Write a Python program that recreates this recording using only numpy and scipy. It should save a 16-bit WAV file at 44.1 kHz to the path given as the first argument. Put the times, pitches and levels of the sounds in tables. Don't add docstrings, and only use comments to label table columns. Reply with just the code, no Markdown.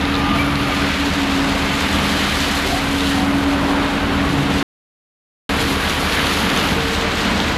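import sys
import numpy as np
from scipy import signal
from scipy.fft import rfft, irfft
from scipy.io import wavfile

SR = 44100
rng = np.random.default_rng(int(sys.argv[2]) if len(sys.argv) > 2 else 0)


def digitize_waveform(pressure):
    field = np.atleast_2d(pressure).T
    bounded = np.clip(field, -1, 1)
    quanta = np.round(bounded * 32767).astype(np.int16)
    wavfile.write(sys.argv[1], SR, quanta)


def voltage_ratio(level):
    return 10 ** (np.asarray(level, float) / 20)


N = 334100


def curves(table):
    s, *columns = np.transpose(table)
    return [np.interp(np.arange(N) / SR, s, column) for column in columns]


def arch(s, length, power=1.0):
    return np.sin(np.pi * np.clip((np.arange(N) / SR - s) / length, 0, 1)) ** power


def rms_one(x):
    return x / np.sqrt(np.mean(x ** 2) + 1e-20)


def drift(rate):
    pole = np.exp(-80 * np.pi * rate / SR)
    white = rng.standard_normal(N // 40 + 2002)
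    slow = signal.lfilter([1], [1, -2 * pole, pole * pole], white)[2000:]
    return np.interp(np.arange(N) / 40, np.arange(len(slow)), rms_one(slow))


def tone(hz, wobble_hz, flutter_db, rate=6.0):
    phase = 2 * np.pi * (np.cumsum(hz + wobble_hz * drift(rate)) / SR + rng.random())
    return np.sqrt(2) * np.sin(phase) * voltage_ratio(flutter_db * drift(rate))


def banded(source, spectrum, patchy_db, rate):
    hz, level_db = np.transpose(spectrum)
    edges = hz[0] * 2 ** np.arange(0, np.log2(hz[-1] / hz[0]), 1 / 4)
    out, together = 0, drift(2.4)
    for k, (low, high) in enumerate(zip(edges, edges[1:])):
        band_pass = signal.butter(2, [low, high], "band", fs=SR, output="sos")
        band = signal.sosfilt(band_pass, source[k % 2])
        centre_db = np.interp(np.log(low * high) / 2, np.log(hz), level_db)
        flicker_db = patchy_db * (0.63 * together + drift(rate))
        out = out + band * voltage_ratio(centre_db + flicker_db)
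    return rms_one(out)


# time in seconds, notch frequency in Hz, depth in dB (sign ignored).
ROAD_NOTCH = [(0, 8200, 6), (.6, 8000, 5), (1.2, 9200, 3), (2.5, 9080, 3), (2.9, 9000, 0.5),
              (3.25, 9100, 1), (3.6, 9000, -2), (4, 8930, 2.5), (4.6, 9160, 1), (5.5, 8850, 2),
              (6.05, 8340, 4), (6.3, 8260, 4), (6.55, 8500, 6), (6.95, 9780, 5), (7.5, 9520, 6)]


def road_reflection(hiss):
    notch_hz, depth_db = curves(ROAD_NOTCH)
    turn = np.exp(2j * np.pi * np.cumsum(notch_hz) / SR)
    low_pass = signal.butter(1, 900, fs=SR)
    near_notch = 2 * np.real(signal.filtfilt(*low_pass, hiss / turn) * turn)
    return hiss - (1 - voltage_ratio(-np.abs(depth_db))) * near_notch


# time in seconds, tread hiss in dB, fineness of the spray in dB.
CAR_SPRAY = [(0, -40, 1), (.6, -39.5, 3.5), (.85, -35, -1.5), (1.5, -35, -0.5), (2.0, -32.5, 1.5),
             (2.45, -30.5, 0.5), (2.9, -35, 1), (3.17, -35.5, 0.5), (3.3, -39.5, 2.5), (3.9, -39.5, 0),
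             (4.3, -39, 1), (4.6, -35.5, 0), (5.5, -35, 3), (6.3, -32, 3.5), (6.75, -33, 3),
             (6.95, -34, -.5), (7.3, -33, -2), (7.58, -35.5, -3)]
# start in seconds, length in seconds, swell in dB (negative: a brief dip).
SPLASHES = [(2.646, .11, 1), (2.98, .2, 2), (4.47, 0.069, -1.5), (5.592, .07, 3), (5.832, .1, 2),
            (6.282, 0.11, 1.5), (6.547, .09, 0.5), (6.703, 0.062, -0.5), (0.124, .06, -0.5),
            (0.796, 0.1, 0.5), (2.38, 0.18, 0), (6.08, 0.087, 1.5), (7.03, 0.083, -1.5)]
# frequency in Hz, level in dB per Hz.
TREAD_COLOUR = [(1800, -11.5), (3000, 4.5), (4300, 4), (5500, -2), (7000, -2.5), (8500, -8.5), (11000, -29)]
MIST_COLOUR = [(6500, -21), (8800, -6.5), (10500, 0.5), (11800, -1), (13200, -14.5), (15500, -26)]
FIZZ_COLOUR = [(10000, -20.5), (12000, 2), (13200, -1.5), (15000, -3.5), (18500, -9)]
MIST_DB, FIZZ_DB = -10, -18
FIZZ_SWELL, FIZZ_FINENESS = 1.1, 0.7


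def tyres():
    size_db = 4.5 * np.minimum(rng.exponential(1, (2, N)), 4.5)
    sizes = voltage_ratio(size_db) * rng.choice([-1, 1], (2, N))
    drops_per_s = 2500 * voltage_ratio(3.0 * drift(14.0))
    drops = sizes * (rng.random((2, N)) < drops_per_s / SR)
    wet = rng.standard_normal((2, N)) + 0.81 * rms_one(drops)

    cars_db, fine_db = curves(CAR_SPRAY)
    splash_db = sum(db * arch(s, length) for s, length, db in SPLASHES)
    splash_db = splash_db + 0.8 * drift(14.0) + 0.26 * drift(35.0)
    tread_db = cars_db + splash_db
    mist_db = tread_db + MIST_DB + fine_db
    extra_swell_db = (FIZZ_SWELL - 1) * (tread_db - tread_db.mean())
    fizz_db = tread_db + FIZZ_DB + FIZZ_FINENESS * fine_db + extra_swell_db + 0.6 * splash_db

    hiss = voltage_ratio(tread_db + 5.5) * banded(wet, TREAD_COLOUR, patchy_db=0.46, rate=53.0)
    hiss += voltage_ratio(mist_db + 5.0) * banded(wet[::-1], MIST_COLOUR, patchy_db=-0.3, rate=18.0)
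    hiss += voltage_ratio(fizz_db + 1.1) * banded(np.roll(wet, 999), FIZZ_COLOUR, patchy_db=0.2, rate=20.0)
    return road_reflection(hiss)


# time in seconds, peak in dB, ring frequency in Hz, bright edge in dB.
TICKS = [(0.0118, -14, 3700, -20), (0.0535, -10.5, 3720, -23), (0.1426, -9, 3860, -27),
         (0.1535, -7.5, 3700, -24), (0.1634, -13, 4490, -24), (0.1714, -23.5, 3500, -20),
         (0.3499, -17, 3270, -24), (0.5288, -25, 3490, -21), (0.556, -10.5, 4100, -24),
         (0.6325, -12, 3330, -23), (2.2604, -12, 3790, -20), (2.4044, -8, 3300, -17),
         (3.007, -1.5, 3620, -24), (3.072, -9, 3616, -31), (5.6034, -10.5, 3720, -18),
         (5.8966, -11, 3530, -14), (5.9594, -19, 3350, -24), (6.124, -7, 3390, -21), (6.269, -5, 3540, -23),
         (6.5006, -3, 3200, -25), (6.5744, -6.5, 3210, -15), (6.6875, -5, 3690, -25),
         (6.8069, -8, 3470, -24), (7.4023, -1, 3430, -29)]


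def ticks():
    out, t = np.zeros(N), np.arange(600) / SR
    onset = np.minimum(t / 0.0006, 1)
    bright = signal.butter(3, [2600, 7500], "band", fs=SR, output="sos")
    for s, peak_db, hz, edge_db in TICKS:
        ring_s = 0.0008 if s < 1 else 0.0004
        ring = np.sin(2 * np.pi * hz * t) * np.exp(-t / ring_s) * onset
        edge = signal.sosfilt(bright, rng.standard_normal(600) * np.exp(-t / 0.0012) * onset)
        out[round(s * SR):][:600] += voltage_ratio(peak_db + 4.5) * (ring + voltage_ratio(edge_db + 13) * edge)
    return out


# start in seconds, length in seconds, start and end frequency in Hz,
# level in dB.
GROANS = [(0.167, 0.14, 835, 823, -30.5), (.28, 0.13, 680, 667, -32.5), (.66, 0.41, 2290, 2280, -40),
          (1.1, 0.18, 929, 935, -37), (2.3, .08, 804, 820, -33), (2.638, 0.074, 395, 385, -30),
          (2.67, 0.1, 685, 692, -30), (2.72, 0.087, 745, 765, -31), (3.13, 0.14, 770, 737, -31.5),
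          (3.296, 0.8, 597, 604, -34), (3.65, 0.09, 603, 595, -34.5), (4.27, 0.24, 142.6, 142.7, -22),
          (4.22, .1, 1123, 1130, -31), (7.15, 0.31, 232, 226, -28), (7.16, .28, 196, 189, -29.5),
          (0.199, 0.46, 1141, 1148, -34), (5.7, 1.0, 1140, 1142, -35.5), (0.044, 0.99, 138, 144.2, -31),
          (0.423, .3, 118, 125, -33), (.335, .03, 2480, 2520, -35), (.42, .2, 2290, 2290, -35.5),
          (.7, 0.044, 2310, 2290, -32), (1.749, 0.73, 198, 202.6, -31), (3.4, 0.21, 760, 765, -33.5),
          (6.5, 0.41, 148.3, 149.5, -33)]


def groans():
    out, t = np.zeros(N), np.arange(N) / SR
    for s, length, from_hz, to_hz, level_db in GROANS:
        part = np.clip((t - s) / length, 0, 1)
        glide_hz = from_hz + (to_hz - from_hz) * part
        voice = tone(glide_hz, 2.5 + 0.00807 * from_hz, flutter_db=2.5, rate=28.0)
        out += voltage_ratio(level_db) * np.sin(np.pi * part) ** 0.5 * voice
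    return out


# start in seconds, length in seconds, start and settled frequency in Hz.
SQUEAK = (.385, .043, 2215, 2335)
# multiple of the fundamental, level in dB, fade in seconds.
SQUEAK_PARTIALS = [
    (1, -18, .08),
    (4, -40, .018),
    (5, -36, .04),
]


def squeak():
    s, length, from_hz, to_hz = SQUEAK
    part = np.clip((np.arange(N) / SR - s) / length, 0, 1)
    phase = 2 * np.pi * np.cumsum(to_hz + (from_hz - to_hz) * np.exp(-part / 0.12)) / SR
    out = np.zeros(N)
    for multiple, level_db, fade_s in SQUEAK_PARTIALS:
        envelope = np.sin(np.pi * part) ** 0.3 * np.exp(-(part * length / fade_s) ** 2)
        out += voltage_ratio(level_db) * envelope * np.sin(multiple * phase)
    return out


# pitch in Hz, then swells of start in seconds, length in seconds, level in dB.
PUMPS = [
    (1211, [(-.3, 1.3, -33), (.22, .22, -33), (.68, .09, -33), (1.0, 1.5, -41), (1.95, .55, -44)]),
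    (455, [(-.3, .7, -36.5), (2.9, .3, -37), (3.9, 1.0, -37.5), (5.35, .5, -32), (5.6, 2.4, -36), (6.75, .38, -36)]),
]


def pumps():
    out = np.zeros(N)
    for hz, swells in PUMPS:
        gain = sum(voltage_ratio(level_db) * arch(s, length, power=0.41) for s, length, level_db in swells)
        out += gain * tone(hz, 1.6, flutter_db=2.3, rate=16.0)
    return out


# firing frequency in Hz, then pairs of order (multiple of it) and level in dB.
ENGINES = [
    (40.46, [(1, -35), (2, -34)]),
    (71, [(1, -33), (2.03, -41), (3, -49)]),
    (50, [(1, -41), (3, -48.5), (3.7, -41), (4, -33.5), (5, -43.5), (5.93, -36)]),
]


def engines():
    out = np.zeros(N)
    for hz, orders in ENGINES:
        for order, level_db in orders:
            out += voltage_ratio(level_db) * tone(order * hz, 0.05 * order, flutter_db=1.8, rate=1.5)
    return out


# time in seconds, pitch in Hz, level in dB.
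FAN = [(0, 280, -24.5), (.45, 284.6, -22), (.85, 280.5, -26.5), (1.05, 279.5, -26.5), (1.35, 275.1, -21.5),
       (1.7, 276, -26), (2.25, 278.3, -31.5), (2.7, 277.7, -28), (3.15, 278.5, -19.5), (3.7, 280.5, -20.5),
       (3.95, 280.2, -23.5), (4.6, 279, -22.5), (5.5, 276.3, -26), (5.7, 275.5, -30), (5.8, 277.5, -47),
       (6.25, 275.8, -33.5), (6.9, 276.7, -33.5), (7.58, 272, -50)]
# start in seconds, length in seconds, pitch in Hz, level in dB.
BRIEF_FAN_TONE = (0.78, 0.53, 284.5, -29.5)


def fans():
    hz, level_db = curves(FAN)
    broken_db = np.clip(0.35 * (-25 - level_db), 0, 6) * drift(9.0)
    out = voltage_ratio(level_db + broken_db) * tone(hz, 0.35, flutter_db=0.8, rate=12.0)
    s, length, hz, level_db = BRIEF_FAN_TONE
    out += voltage_ratio(level_db) * arch(s, length, power=0.5) * tone(hz, 0.6, flutter_db=2.0, rate=9.0)
    return out


# frequency in Hz, level in dB per Hz.
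RUMBLE_COLOUR = [(30, -38.5), (42, -9.5), (60, -3), (110, -5.5), (190, 0), (260, -3), (340, -9.5),
                 (500, -33)]
CASING_COLOUR = [(200, -18), (340, 2.5), (480, 1.5), (800, 2), (1100, 1), (1500, -3.5), (2200, -22)]
CLATTER_COLOUR = [(800, -14), (1300, 3), (2000, 3.5), (3000, 0.5), (4000, -6), (5000, -13), (6500, -25.5)]
# start in seconds, length in seconds, rumble change in
# dB, casing # change in dB.
SURGES = [
    (0.206, 0.23, 4.5, 0),
    (0.856, 0.21, -6, -3),
    (1.8, 0.47, 1, 0),
    (2.347, 0.39, -2.5, -1.5),
    (2.6, 1, 0, 0.5),
    (3.4, 0.98, 1, 2),
    (3.994, 0.88, 2.5, 0),
    (6.353, .55, 2.5, 1),
    (7.15, 0.34, 1.5, 1.5),
]
# middle of leaving in seconds, duration of leaving
# in seconds, casing change in dB, clatter change in dB.
FIRST_SPOT = (-0.2, 2.8, -3, 4.5)
# rumble in dB, casing in dB, clatter in dB.
LOAD_SWING_DB = (1, 0.69, .5)
RUMBLE_DB, CASING_DB, CLATTER_DB = -26.5, -25, -24.5
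CLATTER_FOLLOWS = 0.47
KNOCK_HZ = 40.9


def roar():
    leaves, over, shade_db, near_db = FIRST_SPOT
    first = np.clip((leaves - np.arange(N) / SR) / over + 0.5, 0, 1)
    cars_db = curves(CAR_SPRAY)[0]
    rumble_db = RUMBLE_DB + sum(db * arch(s, length) for s, length, db, _ in SURGES)
    casing_db = CASING_DB + shade_db * first + sum(db * arch(s, length) for s, length, _, db in SURGES)
    clatter_db = CLATTER_DB + near_db * first + CLATTER_FOLLOWS * (cars_db - cars_db.mean())

    turn = 2 * np.pi * np.cumsum(KNOCK_HZ + 1.2 * drift(4.0)) / SR
    knock = np.exp(2.9 * np.cos(turn)) * voltage_ratio(5.0 * drift(1.2))
    throb = 1 + 0.012 * knock
    white = rng.standard_normal((3, 2, N))
    rumble = banded(white[0], RUMBLE_COLOUR, patchy_db=0.5, rate=8.0)
    casing = banded(white[1], CASING_COLOUR, patchy_db=0.5, rate=12.0)
    clatter = banded(white[2] * throb, CLATTER_COLOUR, patchy_db=0.76, rate=12.0)

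    layers = zip((rumble, casing, clatter), (rumble_db, casing_db, clatter_db), LOAD_SWING_DB)
    return sum(voltage_ratio(level_db + swing_db * drift(3.6)) * noise for noise, level_db, swing_db in layers)


def scene():
    street = tyres() + ticks()
    rollers = groans() + squeak() + pumps() + engines() + fans() + roar()
    return (street + rollers)[None]


def band_limit(x):
    return signal.sosfilt(signal.butter(12, 15700, fs=SR, output="sos"), x)


# frequency in Hz, gain in dB.
MICROPHONE = [(4300, 0.5), (4800, -1), (6500, -1.5), (11500, -2), (12300, -6), (13000, -4), (13800, -3),
              (15000, -2)]
# start in seconds, end in seconds.
DROPOUT_S = (4.6281, 5.4919)
TOP_HZ = 15150


def record(dry):
    hz = np.fft.rfftfreq(N, 1 / SR)
    x = signal.sosfilt(signal.butter(4, 38, "high", fs=SR, output="sos"), dry)
    x = irfft(rfft(x) * voltage_ratio(np.interp(hz, *np.transpose(MICROPHONE))), N)
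    x = 1.182 * np.tanh(x / 1.223)
    x = irfft(rfft(x) * np.clip((TOP_HZ - hz) / 60, 0, 1), N)
    t = np.arange(N) / SR
    outside_s = np.maximum(DROPOUT_S[0] - t, t - DROPOUT_S[1])
    x = x * np.clip(outside_s / 0.00025, 0, 1)
    return band_limit(x)


dry = scene()
out = record(dry)
digitize_waveform(out)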